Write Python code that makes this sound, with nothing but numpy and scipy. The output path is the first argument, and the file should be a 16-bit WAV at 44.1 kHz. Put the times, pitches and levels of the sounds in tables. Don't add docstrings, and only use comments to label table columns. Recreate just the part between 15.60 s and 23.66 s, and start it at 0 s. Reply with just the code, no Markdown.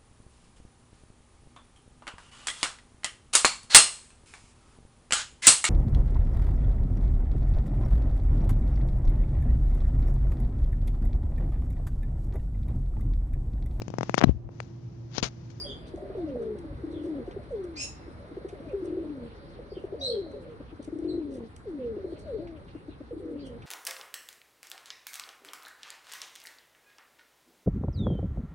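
import sys
import numpy as np
from scipy import signal
from scipy.fft import rfft, irfft
from scipy.io import wavfile

SR = 44100
rng = np.random.default_rng(int(sys.argv[2]) if len(sys.argv) > 2 else 0)


def put_to_file(sound):
    columns = np.atleast_2d(sound).T
    safe = np.clip(columns, -1, 1)
    whole_steps = np.round(safe * 32767)
    wavfile.write(sys.argv[1], SR, whole_steps.astype(np.int16))


N = 355446

# octave_hz, gain_db
CROP_RESPONSE = [(400, -7), (500, -5.5), (600, -28.5), (720, -40), (820, -36), (1000, -53.5)]


def from_db(db):
    return 10 ** (np.asarray(db) / 20)


def rms_one(x):
    return x / np.sqrt(np.mean(x ** 2) + 1e-20)


def in_time(rows):
    time_s, *columns = np.transpose(rows)
    return [np.interp(np.arange(N) / SR, time_s, column) for column in columns]


def at_hz(points, hz):
    point_hz, values = np.transpose(points)
    return np.interp(np.log(hz), np.log(point_hz), values)


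def add(out, start_s, piece):
    i = round(start_s * SR)
    piece = piece[max(-i, 0):max(N - i, 0)]
    out[max(i, 0):max(i, 0) + len(piece)] += piece


def filtered(x, hz, kind="low", order=2):
    return signal.sosfilt(signal.butter(order, hz, kind, fs=SR, output="sos"), x)


def wobble(size, rate_hz):
    return rms_one(filtered(rng.standard_normal(size + 9000), rate_hz)[9000:])


def left_right(mid, side, alike):
    return np.sqrt(1 + alike) * mid + np.sqrt(1 - alike) * side * [[1], [-1]]


def from_right(pair):
    return np.array([np.roll(pair[0], 15), pair[1]])


def echoes(x, t60_s, onset_s, alike):
    t = np.arange(round(.8 * SR)) / SR
    mid, side = rng.standard_normal((2, len(t))) * from_db(-60 * t / t60_s) * (1 - np.exp(-t / onset_s))
    tails = rms_one(left_right(mid, side, alike)) / np.sqrt(len(t))
    return signal.fftconvolve(x[None], tails, axes=1)[:, :N]


def diffuse_noise(spectrum, drift_db):
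    # frequency_hz, share
    likeness = [(30, .75), (150, .8), (700, .7), (1200, .3), (3000, .45), (8000, .85)]
    hz = np.arange(1, N // 2 + 2) * SR / N
    mid, side = rfft(rng.standard_normal((2, N))) * from_db(at_hz(spectrum, hz))
    pair = irfft(left_right(mid, side, at_hz(likeness, hz)), N)
    return rms_one(pair * from_db(drift_db * wobble(N, rate_hz=2.67)))


def bursts(rows, half_width_s, fall, squareness, rise=0.0, linger=1.47, lift_db=0.0):
    out, phases = np.zeros(N), rng.random(len(rows))
    widths = np.broadcast_to(half_width_s, len(rows))
    for (centre_s, peak_db, pitch_hz), width, first_phase in zip(rows, widths, phases):
        u = np.arange(-2.5, 4.5, 1 / SR / width)
        settling = fall * np.exp(-3.2 * (u + 1)).clip(0, 2)
        upturn = rise * np.exp(4.8 * (u - linger)).clip(0, 2)
        hz = np.minimum(pitch_hz * (1 + settling + upturn), 740)
        phase = 2 * np.pi * (np.cumsum(hz) / SR + first_phase)
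        octave_db = np.minimum(at_hz(CROP_RESPONSE, 2 * hz) + lift_db, -4)
        tone = np.sin(phase) + from_db(octave_db) * np.sin(2 * phase)
        envelope = np.exp(-np.abs(u / np.where(u > 0, linger, 1)) ** squareness)
        add(out, centre_s - 2.5 * width, from_db(peak_db) * envelope * tone)
    return out


def town():
    # time_s, rumble_db, hiss_db (before its boost)
    levels = [(0.0, -45.5, -65.5), (2.8, -47.5, -64.5), (5.7, -47.5, -69), (6.6, -47.5, -67.5),
              (7.74, -49, -70), (8.06, -48, -65.5)]
    # frequency_hz, relative_density_db
    rumble_spectrum = [(13, -49.5), (22, -22), (45, 3), (75, 4), (190, -4.5), (349, -6.5), (495, -15),
                       (623, -35.5), (700, -18), (910, -47.5), (1540, -120)]
    hiss_spectrum = [(290, -34.5), (500, -7), (527, -19.5), (579, -15.5), (680, -17.5), (767, -13),
                     (1620, -20), (2120, -23), (2810, -38), (4190, -29), (6260, -54), (7250, -68),
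                     (8070, -53), (10300, -36), (12200, -56.5), (15900, -115), (22000, -120)]
    rumble_db, hiss_db = in_time(levels)
    hiss = from_db(hiss_db + 9.5) * diffuse_noise(hiss_spectrum, drift_db=.4)
    rumble = from_db(rumble_db) * diffuse_noise(rumble_spectrum, drift_db=1.0)
    return rumble + from_right(hiss)


def coo_murmur():
    # time_s, level_db, top_pitch_hz
    murmur = [(0, -40.5, 601), (.25, -54, 703), (.5, -46.5, 734.4), (1.2, -53, 562), (1.6, -48, 716.6),
              (2.4, -59, 595.5), (2.8, -51, 699), (3.6, -50.5, 587), (3.9, -55, 578), (4.3, -51.5, 713),
              (4.8, -45.5, 611.4), (5.1, -60.5, 491), (5.7, -44.5, 557), (5.95, -71, 488), (6.4, -48, 695),
              (6.9, -56.5, 603), (7.46, -62, 503), (7.58, -47, 544), (7.93, -50, 545), (8.02, -68, 504)]
    lowest_hz, tones_per_s = 261.5, 110
    level_db, top_hz = in_time(murmur)
    when, pitch, strength, length = rng.random((round(tones_per_s * N / SR), 4)).T
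    hz = lowest_hz + (top_hz[(when * N).astype(int)] - lowest_hz) * pitch
    rows = np.transpose([when * N / SR, 5 * strength, hz])
    tones = bursts(rows, half_width_s=.006 + .012 * length ** 2, fall=.1, squareness=2)
    return from_db(level_db) * rms_one(echoes(tones, t60_s=.18, onset_s=.023, alike=.69))


def shuffle():
    # centre_hz, level_db
    bands = [(900, -70.5), (1300, -69.5), (1900, -75.5), (2700, -74), (3800, -76), (5000, -84), (9500, -84)]
    out = np.zeros((2, N))
    for hz, level_db in bands:
        band = filtered(rng.standard_normal((2, N)), [hz / 1.2, hz * 1.2], "band")
        out += rms_one(band) * from_db(level_db + 4 * wobble(N, rate_hz=9.7))
    return out


def chirps():
    # start_s, length_s, first_hz, held_hz, level_db, octave_db, upper_partials_db, warble_share
    whistles = [(-.05, 0.088, 4790, 4770, -33, -17.5, -42, 0.02),
                (0.043, 0.095, 3200, 3330, -41.5, -24, -50, 0.038),
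                (6.4, 0.5, 4240, 4180, -67.5, -34, -42, 0.072),
                (3.587, 0.42, 4310, 4250, -68, -42, -44, 0.16),
                (4.398, 0.06, 5700, 5820, -52, -53, -35, 0.017),
                (4.39, .05, 4700, 4800, -54, -40, -40, .04),
                (4.409, 0.1, 3696, 4200, -31, -22.5, -14, 0.03),
                (4.447, 0.065, 4940, 5120, -53.5, -50, -41, 0.013),
                (4.497, 0.076, 3250, 3300, -54, -46, -40, 0.033),
                (5.476, 0.06, 4220, 4020, -48.5, -19.5, -45, 0.035)]
    out = np.zeros(N)
    for start_s, length_s, first_hz, held_hz, level_db, octave_db, upper_db, warble in whistles:
        u = np.arange(0, 1, 1 / SR / length_s)
        hz = held_hz + (first_hz - held_hz) * np.exp(-4 * u)
        hz *= 1 + warble * np.minimum(3 * u, 1) * wobble(len(u), rate_hz=130)
        phase = 2 * np.pi * np.cumsum(hz) / SR
        octave = from_db(octave_db) * np.minimum(4 * u, 1) * np.sin(2 * phase)
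        upper = from_db(upper_db) * (np.sin(3 * phase) + .6 * np.sin(4 * phase))
        envelope = from_db(level_db + 2.06 * wobble(len(u), rate_hz=150)) * np.sin(np.pi * u) ** .35
        add(out, start_s, envelope * (np.sin(phase) + octave + upper))
    return out


def among_walls(calls):
    dull = filtered(calls, 4800, order=4)
    early = echoes(calls, t60_s=.25, onset_s=.0017, alike=.019)
    late = echoes(dull, t60_s=.65, onset_s=.25, alike=.067)
    return from_db(-3.5) * calls + early + from_db(-17) * late


def claw_ticks():
    # centre_s, peak_db (before the high-pass), spread_s
    scratches = [(0.283, -59, 0.016), (0.36, -49.5, 0.0012), (0.989, -56, 0.0037), (1.448, -62, 0.026),
                 (2.045, -59, 0.0095), (2.891, -54.5, 0.0065), (3.258, -59.5, 0.013), (4.716, -62, 0.0055),
                 (5.229, -51, 0.0034), (5.247, -52.5, 0.0069), (5.388, -55, 0.0034), (5.748, -59, 0.035),
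                 (5.965, -51.5, 0.0038), (6.6, -59, 0.02), (7.869, -56.5, 0.017)]
    out, t = np.zeros(N), np.arange(-.06, .06, 1 / SR)
    for centre_s, peak_db, spread_s in scratches:
        envelope = from_db(peak_db + 3 * wobble(len(t), rate_hz=90)) * np.exp(-(t / spread_s) ** 2)
        add(out, centre_s + t[0], envelope * rng.standard_normal(len(t)))
    restless_feet = from_db(-83 + 4 * wobble(N, rate_hz=30) + 5 * wobble(N, rate_hz=6))
    bright = filtered(out + restless_feet * rng.standard_normal(N), 2500, "high")
    return bright + from_db(-7.5) * echoes(bright, t60_s=.24, onset_s=.0052, alike=.17)


def throat_pulses():
    # centre_s, peak_db, pitch_hz
    pulses = [(0.345, -29.5, 333), (0.382, -38.5, 562), (0.43, -32.5, 356), (0.506, -32, 370),
              (0.557, -32, 430), (0.589, -39.5, 610), (0.764, -35, 540), (1.052, -35, 295),
              (1.13, -36, 288), (1.549, -43, 580), (1.599, -33, 330), (1.684, -30, 345), (1.77, -29.5, 372),
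              (1.797, -44, 555), (2.486, -39, 324), (2.721, -36, 300), (2.776, -29.5, 356.5),
              (2.854, -29.5, 354), (2.933, -33, 364), (2.958, -45, 572), (3.007, -40.5, 257),
              (3.075, -35.5, 287), (3.139, -27, 385), (3.997, -37.5, 460), (4.125, -33, 382),
              (4.174, -30, 349), (4.246, -28, 364), (4.331, -29, 363), (4.349, -31.5, 446),
              (4.669, -40.5, 560), (4.742, -36.5, 403), (5.008, -37.5, 265), (5.133, -39, 302),
              (5.201, -34.5, 271), (5.283, -31.5, 286.5), (5.787, -34.5, 333), (6.373, -29.5, 333),
              (6.45, -28, 361.3), (6.53, -29, 339.6), (7.157, -34, 297), (7.289, -33.5, 293.5),
              (7.412, -35.5, 272)]
    return bursts(pulses, half_width_s=.0068, fall=.502, squareness=5, rise=.26, linger=1.15, lift_db=11.5)


def coos():
    # start_s, length_s, first_hz, settled_hz, last_hz, swell_s, peak_db, last_db,
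    # slump_power (under 1 sags early, over 1 late), octave_lift_db
    glides = [(0.568, 0.175, 390, 335, 250, 0.015, -33, -42, 2.2, 0.11),
              (0.74, 0.22, 250, 250, 205, 0.004, -43, -49, 1.1, 0.11),
              (0.66, 0.3, 690, 510, 410, 0.09, -38, -34.5, 1.07, 0.1),
              (0.791, 0.35, 428.4, 395, 293.5, 0.013, -40, -49.5, 1.18, 0.086),
              (1.478, .16, 343.5, 305, 216.5, 0.0084, -33.5, -45.5, 1.86, 3.2),
              (1.904, 0.32, 630, 380.7, 272.3, 0.022, -34, -54, 1.71, 0.1),
              (3.028, 0.11, 701, 688, 469, .11, -42.5, -51, 1.6, 0.1),
              (3.128, 0.19, 431.5, 411.5, 333, 0.014, -29.5, -44.5, 0.74, 0.1),
              (3.392, 0.3, 349.8, 363.2, 214.2, 0.0072, -31, -49.5, 0.86, 0.081),
              (4.352, 0.24, 372, 276, 215.3, .012, -47.5, -57, 0.8, 0.1),
              (4.371, 0.32, 609, 600, 298.6, 0.21, -31, -48.5, 1, 0.1),
              (4.469, .15, 676.3, 520.3, 397.8, 0.052, -35.5, -40, 0.88, 0.1),
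              (4.66, 0.31, 606, 570, 440.3, 0.019, -54, -51, 0.93, 0.1),
              (4.668, 0.163, 337, 285, 234.5, .012, -51, -58, 0.88, 0.1),
              (5.575, .3, 339.5, 325, 214.5, 0.018, -32, -47.5, 0.92, 2.7),
              (6.052, 0.33, 554.4, 309.8, 195, .03, -34.5, -53, 1.09, 0.1),
              (6.159, 0.39, 568.7, 527.7, 302.3, 0.12, -35, -46.5, 1.05, 0.1),
              (6.651, 0.098, 695, 688, 392, 0.092, -35, -30, 1.22, 0.1),
              (6.742, 0.054, 450, 450, 362, 0.0066, -32.5, -41, 1.2, 0.086),
              (6.79, 0.08, 597, 575, 525, 0.014, -45.5, -52, 1.1, 0.1),
              (6.775, 0.22, 250.5, 376, 279.4, 0.027, -40.5, -51.5, 1.82, 21.5),
              (7.508, .026, 500, 490, 460, .004, -37, -39, 1.1, .1),
              (7.6, .15, 520, 490.4, 459.2, .03, -47.5, -43, 1.04, 0.1),
              (7.765, 0.211, 302.7, 287.5, 225.8, 0.015, -41, -51, 1.204, 6.2)]
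    settle_s, release_s, husky_hz, clear_hz = .035, .0038, 230, 380
    out = np.zeros(N)
    for start_s, length_s, first_hz, settled_hz, last_hz, swell_s, peak_db, last_db, slump, lift_db in glides:
        t = np.arange(0, length_s, 1 / SR)
        hz = settled_hz + (last_hz - settled_hz) * (t / length_s) ** slump
        hz += (first_hz - settled_hz) * np.exp(-t / settle_s)
        husk = np.interp(hz, [husky_hz, clear_hz], [1, 0])
        tremor = (.016 + .018 * husk) * wobble(len(t), rate_hz=40)
        phase = 2 * np.pi * (np.cumsum(hz * (1 + tremor)) / SR + rng.random())
        octave_db = np.minimum(at_hz(CROP_RESPONSE, 2 * hz) + lift_db, 1.5)
        tone = np.sqrt(2) * (np.sin(phase) + from_db(octave_db) * np.sin(2 * phase))
        fade = np.clip((t - swell_s) / max(length_s - swell_s, 1e-9), 0, 1) ** slump
        level_db = peak_db + (last_db - peak_db) * fade + 1.8 * wobble(len(t), rate_hz=30)
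        rasp_db = 3 * husk * wobble(len(t), rate_hz=110)
        edges = np.minimum(t / swell_s, 1) ** .87 * np.clip((length_s - t) / release_s, 0, 1)
        add(out, start_s, from_db(level_db + rasp_db) * edges * tone)
    return out


def air_thumps():
    # centre_s, peak_db, pitch_hz
    thumps = [(1.11, -33, 64.5), (1.13, -36, 79.5), (1.155, -32.5, 56), (1.18, -38, 125),
              (1.797, -40, 116.5)]
    return bursts(thumps, half_width_s=.00923, fall=.14, squareness=1.4)


def rolls():
    # onset_s, peak_db, pitch_hz
    pulses = [(1.238, -27, 315), (1.273, -31, 301), (1.303, -33.5, 315), (1.335, -30, 323),
              (1.364, -28.5, 314), (1.392, -33, 304), (1.416, -30, 302), (1.443, -27, 317),
              (1.466, -28.5, 345), (3.22, -28, 324.7), (3.25, -29, 356), (3.278, -26.5, 335.3),
              (3.299, -30, 312.5), (3.325, -24.5, 333.4), (3.347, -28, 347), (3.373, -23, 349),
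              (3.391, -27, 344), (3.433, -28.5, 328), (3.457, -27.5, 314), (5.327, -27, 320),
              (5.358, -29, 298), (5.39, -27.5, 321.5), (5.424, -27.5, 310), (5.449, -23, 328),
              (5.472, -25, 319.4), (5.493, -25, 323), (5.512, -27, 331.5), (5.537, -25, 318),
              (5.553, -25.5, 325), (5.579, -23.5, 329.3), (7.529, -32, 320), (7.566, -31.5, 311),
              (7.601, -36, 377), (7.63, -36, 327), (7.653, -32, 302), (7.683, -33.5, 311),
              (7.709, -33, 303), (7.732, -34.5, 272), (7.755, -31, 273.4)]
    rise_s = .00579
    centred = [(onset_s + rise_s, peak_db, hz) for onset_s, peak_db, hz in pulses]
    return bursts(centred, half_width_s=.0072, fall=.291, squareness=2.4, rise=.091, linger=1.49, lift_db=6.5)


def far_calls():
    # start_s, length_s, first_hz, last_hz, level_db
    slides = [(1.293, 0.13, 3970, 2940, -58), (3.075, 0.043, 2490, 2640, -57.5),
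              (4.088, 0.061, 4700, 4450, -58), (4.124, 0.085, 3430, 2690, -57),
              (7.077, 0.037, 2890, 2550, -63), (7.126, .09, 2790, 2550, -66),
              (7.282, 0.054, 4100, 3530, -62), (7.29, 0.055, 2700, 2620, -63.5),
              (7.781, 0.056, 4680, 4380, -57.5), (7.822, .07, 3380, 2760, -56)]
    out = np.zeros(N)
    for start_s, length_s, first_hz, last_hz, level_db in slides:
        u = np.arange(0, 1, 1 / SR / length_s)
        hz = (first_hz + (last_hz - first_hz) * u) * (1 + .05 * wobble(len(u), rate_hz=110))
        add(out, start_s, from_db(level_db) * np.sin(np.pi * u) * np.sin(2 * np.pi * np.cumsum(hz) / SR))
    return out


def perch_knocks():
    # start_s, relative_db
    footfalls = [(1.71, -54), (2.889, -55), (6.872, -57), (7.082, -62), (8.02, -54)]
    out, t = np.zeros(N), np.arange(0, .08, 1 / SR)
    for start_s, relative_db in footfalls:
        add(out, start_s, from_db(relative_db) * rng.standard_normal(len(t)) * np.exp(-t / .017))
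    return from_db(13.5) * filtered(out, [700, 2800], "band")


def squawk():
    # start_s, length_s, first_hz, held_hz, level_db, warble_share
    call = (2.155, .105, 1000, 1375, -42, .028)
    # multiple, gain_db
    partials = [(2, 0), (3, -8), (4, 6), (5, 7), (6, -5), (7, -7)]
    start_s, length_s, first_hz, held_hz, level_db, warble = call
    out, u = np.zeros(N), np.arange(0, 1, 1 / SR / length_s)
    hz = (held_hz + (first_hz - held_hz) * np.exp(-5 * u)) * (1 + warble * wobble(len(u), rate_hz=170))
    phase = 2 * np.pi * np.cumsum(hz) / SR
    odd_gain = np.clip(4 * (u - .33), .2, 1)
    tone = sum(from_db(gain_db + 4 * wobble(len(u), rate_hz=350)) * odd_gain ** (k % 2) * np.sin(k * phase)
               for k, gain_db in partials)
    add(out, start_s, from_db(level_db) * np.sin(np.pi * u) ** .8 * tone)
    return out


def scene():
    # time_s, left_minus_right_db
    balance = [(0, .5), (4.0, 1.4), (5.3, 3), (6.2, 0.8), (6.8, 3.8), (8.06, -0.5)]
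    bed = town() + coo_murmur() + shuffle()
    small_birds = among_walls(chirps() + far_calls() + squawk())
    feet = claw_ticks() + perch_knocks()
    pigeons = throat_pulses() + coos() + rolls()
    direct = pigeons * from_db(in_time(balance)[0] * [[.5], [-.5]])
    reflected = from_db(-10.5) * echoes(pigeons, t60_s=.18, onset_s=.0027, alike=.15)
    return bed + from_right(small_birds + feet) + direct + reflected + air_thumps()


def record(dry):
    return signal.sosfilt(signal.cheby2(12, 70, 12300, fs=SR, output="sos"), dry)


dry = scene()
out = record(dry)
put_to_file(out)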